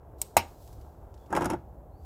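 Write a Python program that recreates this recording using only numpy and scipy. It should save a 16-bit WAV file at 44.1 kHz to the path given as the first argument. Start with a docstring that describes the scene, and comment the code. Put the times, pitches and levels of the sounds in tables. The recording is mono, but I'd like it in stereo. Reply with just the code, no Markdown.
"""Outdoors on a driveway: filtered noise makes distant traffic and air hum throughout, soon joined by rustling sleeves.
A steel hitch latch clicks, then snaps home with a clank: blows ring lever and shell modes, noise tails follow.
Small parts tick in the hands (noise bursts) and a faint, nearly steady 3.4 kHz whistle sounds (wobbling sine).
A short pipe is then laid on a car bumper, knocking and scraping its modes, as wind puffs on the ports; last,
a far bird chirps once, rising (gliding sine)."""
import sys
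import numpy as np
from scipy import signal
from scipy.fft import rfft, irfft
from scipy.io import wavfile
from scipy.ndimage import uniform_filter1d, map_coordinates

SR = 44100
rng = np.random.default_rng(int(sys.argv[2]) if len(sys.argv) > 2 else 0)


def field_ratio(decibels):
    """Amplitude ratio for a level in dB (20 dB per decade); scalars and array-likes work."""
    return 10 ** (np.asarray(decibels, dtype=float) / 20)


def put_to_file(sound):
    """Save the sound as 16-bit audio at rate SR, in the file named by the first command-line argument."""
    columns = np.atleast_2d(sound).T  # one column per channel
    safe = np.clip(columns, -1, 1)
    whole_steps = np.round(safe * 32767)
    wavfile.write(sys.argv[1], SR, whole_steps.astype(np.int16))


N = 90404  # samples


def unit(x):
    """Scale to rms 1."""
    return x / np.sqrt(np.mean(x ** 2))


def butter(x, order, hz, kind):
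    """Causal Butterworth filter."""
    return signal.sosfilt(signal.butter(order, hz, kind, fs=SR, output="sos"), x)


def colour(x, table):
    """Filter by (Hz, dB) points; the mirrored copy keeps both ends smooth."""
    f = np.fft.rfftfreq(2 * N, 1 / SR) + 1
    hz, db = np.array(table, float).T
    gain = field_ratio(np.interp(np.log(f), np.log(hz), db))
    mirrored = np.concatenate([x, x[..., ::-1]], axis=-1)
    return irfft(rfft(mirrored) * gain)[..., :N]


def curve(rows, column=1):
    """Straight lines between the rows' levels over time."""
    rows = np.array(rows, float)
    return np.interp(np.arange(N) / SR, rows[:, 0], rows[:, column])


def walk(rate_hz):
    """Random levels held 1 / rate_hz seconds and slewed twice; rms 1."""
    hold = int(SR / rate_hz)
    steps = np.repeat(rng.standard_normal(N // hold + 1), hold)
    return unit(uniform_filter1d(uniform_filter1d(steps, hold), hold)[:N])


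def spikes(times_s, dbs):
    """One-sample blows."""
    x = np.zeros(N)
    np.add.at(x, (np.asarray(times_s) * SR).astype(int), field_ratio(dbs))
    return x


def grains(per_s, spread_db):
    """Random contacts of uneven size and sign; rms 1."""
    chance = rng.random(N)
    size = field_ratio(spread_db * rng.exponential(size=N))
    sign = np.sign(rng.standard_normal(N))
    return unit((chance < per_s / SR) * size * sign)


def ring(blows, jiggle, modes):
    """Blows strike all modes together; jiggling reaches each mode at its own random places."""
    out = 0
    for hz, db, t60_s in modes:
        pole = np.exp(2j * np.pi * hz / SR - np.log(1000) / (t60_s * SR))
        push = blows + jiggle * rng.standard_normal(N)
        out = out + field_ratio(db) * signal.lfilter([1], [1, -pole], push).imag
    return out


def fade(x, t60_s):
    """Exponential decay after each blow."""
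    return signal.lfilter([1], [1, -np.exp(-np.log(1000) / (t60_s * SR))], x)


# Spectrum of the air. Each row: Hz, density in relative dB per Hz.
AIR_COLOUR = [(30, -1.5), (65, 2), (140, -11), (200, -20), (380, -16.5), (750, -15.5), (2200, -50),
              (5000, -58), (16000, -44.5)]
# Stereo width of the air. Each row: Hz, side minus mid in dB.
AIR_WIDTH = [(60, -15.5), (300, -10), (1300, 8.5), (16000, -2.5)]
# Wind buffeting the ports. Each row: time in seconds, left level in dB, right level in dB.
WIND_LEVEL = [(1.35, -70.5, -65.5), (1.48, -33, -35), (1.64, -48, -76), (2.05, -54.5, -57)]
AIR_DB = -46


def air():
    """Far traffic and breeze: lurching bass rumble, slightly flickering hiss, wind puffs on each port alone."""
    mid, side = colour(rng.standard_normal((2, N)), AIR_COLOUR)
    side = colour(side, AIR_WIDTH)
    both = unit(np.array([mid + side, mid - side]))
    rumble = signal.sosfiltfilt(signal.butter(2, 130, fs=SR, output="sos"), both)
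    hiss = both - rumble
    rumble = rumble * field_ratio(2.2 * walk(12))
    hiss = hiss * field_ratio(0.8 * walk(14))
    gusts = unit(butter(rng.standard_normal((2, N)), 2, [40, 140], "band"))
    gusts = gusts * field_ratio(np.array([curve(WIND_LEVEL), curve(WIND_LEVEL, column=2)]))
    return gusts + (rumble + hiss) * field_ratio(AIR_DB)


# A faint, nearly steady whistle, then a far bird's rising chirp.
# Each row: start in seconds, length in seconds, from Hz, to Hz, peak level in dB.
WHISTLES = [(1.166, 0.12, 3400, 3450, -73), (1.895, .2, 4100, 5100, -77)]


def whistle_and_bird():
    """Thin, breathy tones: sines with random pitch wobble, the first nearly steady, the bird's gliding up."""
    out, t = 0, np.arange(N) / SR
    for start_s, length_s, from_hz, to_hz, db in WHISTLES:
        progress = np.clip((t - start_s) / length_s, 0, 1)
        hz = (from_hz + (to_hz - from_hz) * progress) * (1 + 0.024 * walk(300))
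        tone = np.sin(2 * np.pi * np.cumsum(hz) / SR)
        out = out + np.sin(np.pi * progress) * field_ratio(db) * tone
    return out


# Sleeves rustling. Each row: time in seconds, level in dB.
RUSTLE_LEVEL = [(.165, -98.5), (.185, -58.5), (.25, -51.5), (.33, -62.5), (.48, -57), (.58, -59.5),
                (.63, -54), (.85, -63.5), (1.1, -76), (1.2, -65), (1.6, -75), (1.9, -89), (2.05, -63)]
# Spectrum of the cloth. Each row: Hz, density in relative dB per Hz.
RUSTLE_COLOUR = [(1500, -11), (4000, 2.5), (12000, 4), (16000, 5)]
# Small ticks of parts in the hands. Each row: time in seconds, level in dB, pitch of the band in Hz.
FUMBLES = [(0.676, -52.5, 6660), (0.7286, -53, 6740), (0.813, -59.5, 4560), (1.1414, -57, 4300),
           (1.176, -62.5, 3680), (1.261, -62, 3600)]


def hands():
    """Sleeves rustle as shaped noise; small parts tick as short band-passed noise bursts."""
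    cloth = unit(colour(rng.standard_normal((2, N)), RUSTLE_COLOUR))
    ticks = 0
    for s, db, hz in FUMBLES:
        noise = unit(butter(rng.standard_normal(N), 1, [hz / 2, min(hz * 2.1, 16000)], "band"))
        ticks = ticks + fade(spikes([s], [db]), 0.045) * noise
    return cloth * field_ratio(curve(RUSTLE_LEVEL)) + ticks


# Hollow bumper modes. Each row: Hz, relative level in dB, t60 in seconds.
BUMPER_MODES = [(174.4, -7, 0.12), (267, 0, 0.047), (346, 5, 0.055), (552, -0.5, 0.028), (731.5, -1, 0.026),
                (891, 5, 0.025), (1032, 5, 0.012), (1340, 0.5, 0.025), (1631, 1, 0.013)]
# Pipe knocking on the bumper. Each row: time in seconds, then relative levels in dB of knock, boom,
# dull tick and bright tick.
KNOCKS = [(1.304, -46.5, -44, -58, -54), (1.327, -27, -52, -46, -36.5), (1.3507, -33, -30, -33.5, -48),
          (1.364, -26.5, -41, -31.5, -38), (1.371, -26.5, -40.5, -41, -49),
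          (1.4083, -30.5, -35, -40.5, -48), (1.4198, -32, -32.5, -37, -60), (1.4445, -34, -39, -39.5, -32),
          (1.4564, -33.5, -34.5, -36.5, -21.5), (1.5007, -33, -39, -35.5, -32),
          (1.533, -32, -34.5, -44.5, -59)]
# Pipe scraping along the bumper. Each row: time in seconds, slip level in dB.
SCRAPE_LEVEL = [(1.28, -90.5), (1.33, -61.5), (1.43, -59.5), (1.485, -68), (1.515, -53), (1.6, -99)]
# Spectrum of a dull contact. Each row: Hz, density in relative dB per Hz.
TICK_COLOUR = [(1200, -12.5), (2200, 4), (8000, -9), (16000, -19)]
BOOM_HZ = 450  # modes below are the boom of the whole panel, those above its knock
SLIPS_PER_S, GRIT_DB = 700, 7  # GRIT_DB: hiss of the rubbing above the slip level
JUDDER_T60_S = 0.074  # each knock is a short run of contacts


def pipe_on_bumper():
    """Knocks and stick-slip scraping ring the bumper; every contact has a dry tick."""
    s, knock_db, boom_db, dull_db, bright_db = np.array(KNOCKS).T
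    slip = grains(SLIPS_PER_S, spread_db=2.0) * field_ratio(curve(SCRAPE_LEVEL))
    knock_modes = [m for m in BUMPER_MODES if m[0] >= BOOM_HZ]
    boom_modes = [m for m in BUMPER_MODES if m[0] < BOOM_HZ]
    body = 0
    for db, modes in ((knock_db, knock_modes), (boom_db, boom_modes)):
        knocks = spikes(s, db)
        judder = 0.11 * fade(knocks, JUDDER_T60_S)
        body = body + ring(0.18 * knocks, judder + slip, modes)
    noise = rng.standard_normal((3, N))
    noise = noise[0] + 0.5 * noise[1:]  # partly shared by the channels
    dull = unit(colour(noise, TICK_COLOUR))
    bright = butter(noise, 2, [4800, 12000], "band")
    grit = dull * field_ratio(curve(SCRAPE_LEVEL) + GRIT_DB)
    dull_ticks = fade(spikes(s, dull_db), 0.052) * dull
    bright_ticks = fade(spikes(s, bright_db), 0.018) * bright
    return body + grit + dull_ticks + bright_ticks


# Crowded frame modes heard as a noisy tail. 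Each row: Hz, density in relative dB per Hz.
FRAME_COLOUR = [(300, -3), (1000, -8), (3300, -3), (16000, -21)]
FRAME_T60_S, FRAME_DAMP = 0.14, 0.2  # at 1 kHz; exponent of the fall with pitch


def frame(blows):
    """Octave bands of noise, each dying at its own rate; alike at both ports only in the bass."""
    noise, out = unit(colour(rng.standard_normal((2, N)), FRAME_COLOUR)), 0
    for hz in 300 * 2 ** np.arange(6):
        top_hz = hz * 2 ** 0.5 * (1 + (hz > 9000))  # top band is widened, up to 20 kHz
        mid, side = butter(noise, 2, [hz / 2 ** 0.5, min(top_hz, 20000)], "band")
        band = mid + min(hz / 2500, 1) * side * np.array([[1], [-1]])
        out = out + band * fade(blows, FRAME_T60_S * (1e3 / hz) ** FRAME_DAMP)
    return out


# Heavy coupler shell modes. Each row: Hz, relative level in dB, t60 in seconds.
SHELL_MODES = [(431.4, -21, 0.035), (620, -20, 0.026), (772, 4.5, 0.015), (911, 2.5, 0.03),
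               (1136, -1.5, 0.011), (1500, -3.5, 0.0082)]
# Thin latch lever and spring modes. Each row: Hz, relative level in dB, t60 in seconds.
LATCH_MODES = [(4130, -8, 0.0095), (7040, 3, 0.0069), (8360, 3.5, 0.0054), (12700, -7, 0.012),
               (13680, -3.5, 0.0099)]
# Drawbar nodding slowly after a heavy blow. Each row: Hz, relative dB per pass, t60 per pass in seconds.
DRAWBAR_MODES = [(87, -31, 0.096)]
# Blows on the latch. Each row: time in seconds, latch strike in relative dB, shell strike in relative dB.
SNAPS = [(0.2160, -27.5, -50.5), (0.216, -27.5, -48), (.3670, -26, -15.5), (0.3685, -20, -16.5),
         (0.3751, -26.5, -32)]
CHATTER_PER_S, CHATTER_T60_S, CHATTER_DB = 1300, 0.057, -7.5  # loose parts jiggling after each blow
SIZZLE_DB, SIZZLE_T60_S, FRAME_DB = -9.5, 0.04, -6  # gains of the noisy tails after a blow


def hitch():
    """Each blow rings lever and shell, loose parts chatter, the drawbar nods, the frame hisses out."""
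    s, latch_db, shell_db = np.array(SNAPS).T
    light, heavy = spikes(s, latch_db), spikes(s, shell_db)
    lever = butter(ring(0, fade(light, 0.0042) * 0.5, LATCH_MODES), 2, 3300, "high")
    chatter = grains(CHATTER_PER_S, spread_db=3) * field_ratio(CHATTER_DB) * np.sqrt(CHATTER_PER_S / SR)
    shell = ring(heavy, fade(heavy, CHATTER_T60_S) * chatter, SHELL_MODES)
    shell = butter(shell, 2, 220, "high")
    drawbar = ring(ring(heavy, 0, DRAWBAR_MODES), 0, DRAWBAR_MODES)  # two passes: swells, then dies
    bright = butter(rng.standard_normal((3, N)), 3, 3500, "high")
    bright = bright[0] + 2.4 * bright[1:]
    sizzle = bright * fade(light, SIZZLE_T60_S) * field_ratio(SIZZLE_DB)
    return lever + shell + drawbar + sizzle + field_ratio(FRAME_DB) * frame(heavy)


LAG_S, PAN_DB = 0.00015, 0.5  # the left port hears earlier and louder by
SCATTER_DB, SCATTER_T60_S, SCATTER_HZ = 1, 0.006, 1800  # treble thrown back by car and boat nearby


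def place(x):
    """Two microphone ports: the left hears a little earlier; each gets its own scattered treble."""
    t = np.arange(N)
    near = []
    for port, side in zip(x, (1, -1)):
        shifted = map_coordinates(port, [t + side * LAG_S * SR / 2], mode="mirror")
        near.append(shifted * field_ratio(side * PAN_DB / 2))
    back = rng.standard_normal((2, 512)) * np.exp(-np.log(1000) * t[:512] / SR / SCATTER_T60_S)
    back = butter(back, 2, SCATTER_HZ, "high")
    back = back / np.sqrt(np.sum(back ** 2) / 2)
    return np.array(near) + field_ratio(SCATTER_DB) * signal.fftconvolve(x, back, axes=1)[:, :N]


YARD_T60_S, YARD_DB, YARD_DULL_HZ = 0.32, -21, 4033


def yard(x):
    """Diffuse outdoor echo: decaying low-passed noise after a 4 ms gap."""
    t = np.arange(SR // 2) / SR
    echo = rng.standard_normal((2, len(t))) * np.exp(-np.log(1000) * t / YARD_T60_S) * (t > 0.004)
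    echo = signal.lfilter([1], [1, -np.exp(-2 * np.pi * YARD_DULL_HZ / SR)], echo)
    echo = echo / np.sqrt(np.sum(echo ** 2) / 2)
    return field_ratio(YARD_DB) * signal.fftconvolve(x, echo, axes=1)[:, :N]


def scene():
    """Metal sounds are placed and echoed; the rest is added as it is."""
    metal = hitch() + pipe_on_bumper()
    return place(metal) + yard(metal) + hands() + whistle_and_bird() + air()


# Small microphone response. Each row: Hz, gain in dB.
MIC_RESPONSE = [(20, -22), (55, 0), (8200, -3), (9200, -11.5), (11000, -2.5), (15500, -6), (16200, -20)]


def top_cut(x):
    """Nothing passes above the cut-off."""
    return signal.sosfilt(signal.butter(12, 16810, fs=SR, output="sos"), x)


def record(dry):
    """Small microphone colours the mix."""
    mix = colour(dry, MIC_RESPONSE)
    return top_cut(mix)


dry = scene()
out = record(dry)
put_to_file(out)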